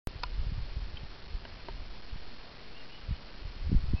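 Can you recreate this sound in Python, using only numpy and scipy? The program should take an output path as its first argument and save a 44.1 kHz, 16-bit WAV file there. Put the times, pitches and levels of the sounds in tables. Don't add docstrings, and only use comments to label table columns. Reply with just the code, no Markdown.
import sys
import numpy as np
from scipy import signal
from scipy.fft import rfft, irfft, next_fast_len
from scipy.io import wavfile
from scipy.ndimage import map_coordinates

SR = 44100
rng = np.random.default_rng(int(sys.argv[2]) if len(sys.argv) > 2 else 0)


def file_out(sig):
    cols = np.atleast_2d(sig).T
    lim = np.clip(cols, -1, 1)
    pcm = np.round(lim * 32767).astype(np.int16)
    wavfile.write(sys.argv[1], SR, pcm)


N = 176400

# (frequency [Hz], relative density [dB])
AIR_SPECTRUM = [(25, 13), (60, 6), (150, 5), (300, 3), (550, -.5), (1000, -3.5), (2000, -6.5), (2900, -6.5),
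                (3400, -9.5), (5400, -12)]
AIR_DB, OFFSET_DRIFT_DB = -52.5, -44
# (frequency [Hz], rms level [dB])
WHINE_TONES = [(948, -76.5), (1816, -77), (2465, -76.5), (3105, -79), (4280, -65.5), (4710, -72.5),
               (4927, -76.5)]

# (time [s], length [s], top pitch [Hz], rise to the top [Hz], level [dB])
BIRD_NOTES = [(2.739, .095, 2849, 260.5, -52.5), (2.883, .122, 2996, 480, -57),
              (3.05, .19, 2974, 419.5, -65), (3.95, .1, 2562, 50, -50)]
ARCH_TOP = .58
QUAVER_DB, QUAVER_HZ, QUAVER_PER_S = 2.5, 18, 55
BIRD_TAIL_DB, BIRD_TAIL_T60 = -9.5, .43

# (frequency [Hz], relative level [dB], t60 [s])
SMALL_PART_MODES = [(2313, -22, .25), (2673, 0, 0.014), (3120, 2, .035), (3660, -5.5, .022),
                    (4620, -15.5, 0.011)]
CLINK_S, CLINK_DB = .9712, -38
# (time [s], click level [dB], snap level [dB])
BUTTON_CONTACTS = [(.2343, -33, -19), (0.2365, -26, -36)]
# (frequency [Hz], relative level [dB], t60 [s])
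PANEL_MODES = [(300, -9.5, .012), (760, -9, .03), (1005, -2, .038), (1170, -2, .022), (1390, -2, .025),
               (1713, -11, .012), (2560, 0, 0.019), (2894, -28, .25), (3710, 0, .007), (4260, -1, .007)]
SNAP_HZ, SNAP_T60 = 5006, .0059
# (time [s], level [dB], brightness [Hz])
FINGER_KNOCKS = [(1.452, -38, 2800), (1.6850, -30, 800)]
# (frequency [Hz], relative level [dB], t60 [s])
HOUSING_MODES = [(395.4, -8, 0.057), (662.5, -1, 0.022), (921, -2, .036), (1610, 1, .015),
                 (1935, -6, 0.019), (2904, 1, 0.014), (4100, -0.5, .008)]
CRACK_DB, CRACK_T60 = -2, .011

# (time [s], level [dB])
WIND_SWELLS = [(.08, -48), (.33, -43), (0.401, -35), (.57, -35), (.66, -41), (.80, -41), (1.001, -46),
               (1.201, -52), (1.35, -40), (1.42, -49), (1.53, -44.5), (1.6, -49), (1.78, -40), (2.03, -56),
               (2.139, -45), (2.259, -57), (2.98, -60), (3.12, -39), (3.28, -57.5), (3.4, -51.5),
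               (3.46, -41), (3.53, -48), (3.66, -35), (3.771, -28), (3.82, -39), (3.91, -30.5), (4.0, -40)]
# (frequency [Hz], relative density [dB])
RUMBLE_SPECTRUM = [(8, -7), (20, -1), (38, 0.5), (70, -9), (120, -18), (200, -31), (400, -59), (900, -87)]
USUAL_WIND_DB, OCTAVES_PER_DB = -42, .01
# (time [s], peak level [dB], nominal pitch [Hz])
EDDY_BUMPS = [(0.162, -35.5, 71), (.397, -27.5, 39.96), (0.434, -33, 74.8), (0.469, -30.5, 65.8),
              (.522, -29.5, 83.7), (.583, -29.5, 76), (.770, -32.5, 70.7), (.945, -36, 74.8),
              (1.035, -38.5, 84.4), (1.351, -30.5, 37.75), (2.131, -34, 55), (2.16, -40, 110),
              (3.092, -29.5, 65.2), (3.112, -25.5, 85.9), (3.126, -28, 42.26), (3.455, -33.5, 59.4),
              (3.673, -26.5, 54.7), (3.698, -30, 111.2), (3.719, -24, 194), (3.730, -20.5, 116),
              (3.748, -21.5, 110.8), (3.764, -21, 40.3), (3.842, -30, 85.2), (3.937, -22, 138.5),
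              (3.947, -24, 65.6)]
EDDY_SCATTER = .08

# (frequency [Hz], gain [dB])
TREBLE_ROLL_OFF = [(20, 2.5), (4900, 0), (5400, -2), (5700, -10), (5950, -20), (6250, -43.5)]
WAKE_S, POP_DB, POP_DECAY_S = .0725, -21.5, .0055
STEP_DB = -45
INPUT_TOP_HZ, OUTPUT_TOP_HZ = 6350, 16300


def amp(db):
    return 10 ** (np.asarray(db) / 20)


def unit(x):
    return x / np.sqrt(np.mean(x ** 2) + 1e-20)


def along(points, hz):
    point_hz, values = np.transpose(points)
    return np.interp(np.log(hz + 1), np.log(point_hz + 1), values)


def clock():
    return np.arange(N) / SR


def wobble(rate):
    knots = rng.standard_normal(int(N * rate / SR) + 4)
    return map_coordinates(knots, [clock() * rate])


def filtered(x, response):
    size = next_fast_len(len(x) + SR // 2)
    return irfft(rfft(x, size) * response(np.fft.rfftfreq(size, 1 / SR)), size)[:len(x)]


def noise(spectrum, size):
    return unit(filtered(rng.standard_normal(size), lambda hz: amp(along(spectrum, hz))))


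def air():
    return amp(AIR_DB) * noise(AIR_SPECTRUM, size=N) + amp(OFFSET_DRIFT_DB) * wobble(3)


def whine(drift_rad=.25):
    return sum(amp(db) * np.sqrt(2) * np.sin(2 * np.pi * hz * clock() + drift_rad * wobble(6))
               for hz, db in WHINE_TONES)


def bird():
    song = np.zeros(N)
    for start, length, top_hz, rise_hz, db in BIRD_NOTES:
        progress = np.clip((clock() - start) / length, 0, 1)
        arch_hz = top_hz - rise_hz * ((progress - ARCH_TOP) / ARCH_TOP) ** 2
        hz = arch_hz + QUAVER_HZ * wobble(QUAVER_PER_S)
        envelope = amp(db + QUAVER_DB * wobble(QUAVER_PER_S)) * np.abs(np.sin(np.pi * progress)) ** .6
        song += envelope * np.sin(2 * np.pi * np.cumsum(hz) / SR)
    t = np.arange(SR // 2) / SR
    tail = rng.standard_normal(len(t)) * amp(-60 * t / BIRD_TAIL_T60)
    return song + amp(BIRD_TAIL_DB) * signal.fftconvolve(song, tail / np.linalg.norm(tail))[:N]


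def ring(modes, start, bright_hz, scatter_db=2.5, attack_s=.00028):
    span = slice(int(start * SR), int(start * SR) + SR // 4)
    t = np.maximum(clock()[span] - start, 0)[:, None]
    hz, db, t60 = np.transpose(modes)
    gain = amp(db + scatter_db * rng.standard_normal(len(hz))) / np.hypot(1, hz / bright_hz)
    envelope = (1 - np.exp(-t / attack_s)) * amp(-60 * t / t60)
    out = np.zeros(N)
    out[span] = (gain * envelope * np.sin(2 * np.pi * hz * t)).sum(1)
    return out


def crack(start, bright_hz):
    t = clock() - start
    burst = (t > 0) * amp(CRACK_DB - 60 * np.abs(t) / CRACK_T60) * rng.standard_normal(N)
    return filtered(burst, lambda hz: 1 / (1 + 1j * hz / bright_hz))


def handling():
    out = amp(CLINK_DB) * ring(SMALL_PART_MODES, CLINK_S, bright_hz=8000)
    for start, db, snap_db in BUTTON_CONTACTS:
        out += amp(db) * (ring(PANEL_MODES, start, bright_hz=8000) + crack(start, bright_hz=3000))
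        out += ring([(SNAP_HZ, snap_db, SNAP_T60)], start, bright_hz=9000)
    for start, db, bright_hz in FINGER_KNOCKS:
        out += amp(db) * (ring(HOUSING_MODES, start, bright_hz) + crack(start, bright_hz))
    return out


def wind():
    level_db = np.interp(clock(), *np.transpose(WIND_SWELLS))
    speed = 2 ** np.clip(OCTAVES_PER_DB * (level_db - USUAL_WIND_DB), -1, 1)
    rumble = noise(RUMBLE_SPECTRUM, size=2 * N)
    flutter = np.interp(np.cumsum(speed), np.arange(2 * N), rumble)
    return amp(level_db) * unit(flutter)


def eddies():
    out = np.zeros(N)
    for centre, db, nominal_hz in EDDY_BUMPS:
        hz = nominal_hz * np.exp(EDDY_SCATTER * rng.standard_normal(2)[0])
        phase = 2 * np.pi * hz * (clock() - centre)
        push_pull = -phase / (1 + (phase / 3.2) ** 2) ** 5.5
        out += amp(db) * push_pull / np.abs(push_pull).max()
    return out


def scene():
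    return (air() + wind() + eddies() + handling() + bird() + whine())[None]


def record(dry):
    t = clock() - WAKE_S
    awake = t > 0
    quarter_rate = signal.resample_poly(awake * dry[0], 1, 4, window=("kaiser", 3))
    stepped = np.round(quarter_rate / amp(STEP_DB)) * amp(STEP_DB)
    full_rate = np.kron(stepped, [4, 0, 0, 0])[:N]
    dull = filtered(full_rate, lambda hz: amp(along(TREBLE_ROLL_OFF, hz)) * (hz < INPUT_TOP_HZ))
    pop = amp(POP_DB) * awake * np.exp(-np.abs(t) / POP_DECAY_S)
    return filtered(dull + pop, lambda hz: hz < OUTPUT_TOP_HZ)[None]


dry = scene()
out = record(dry)
file_out(out)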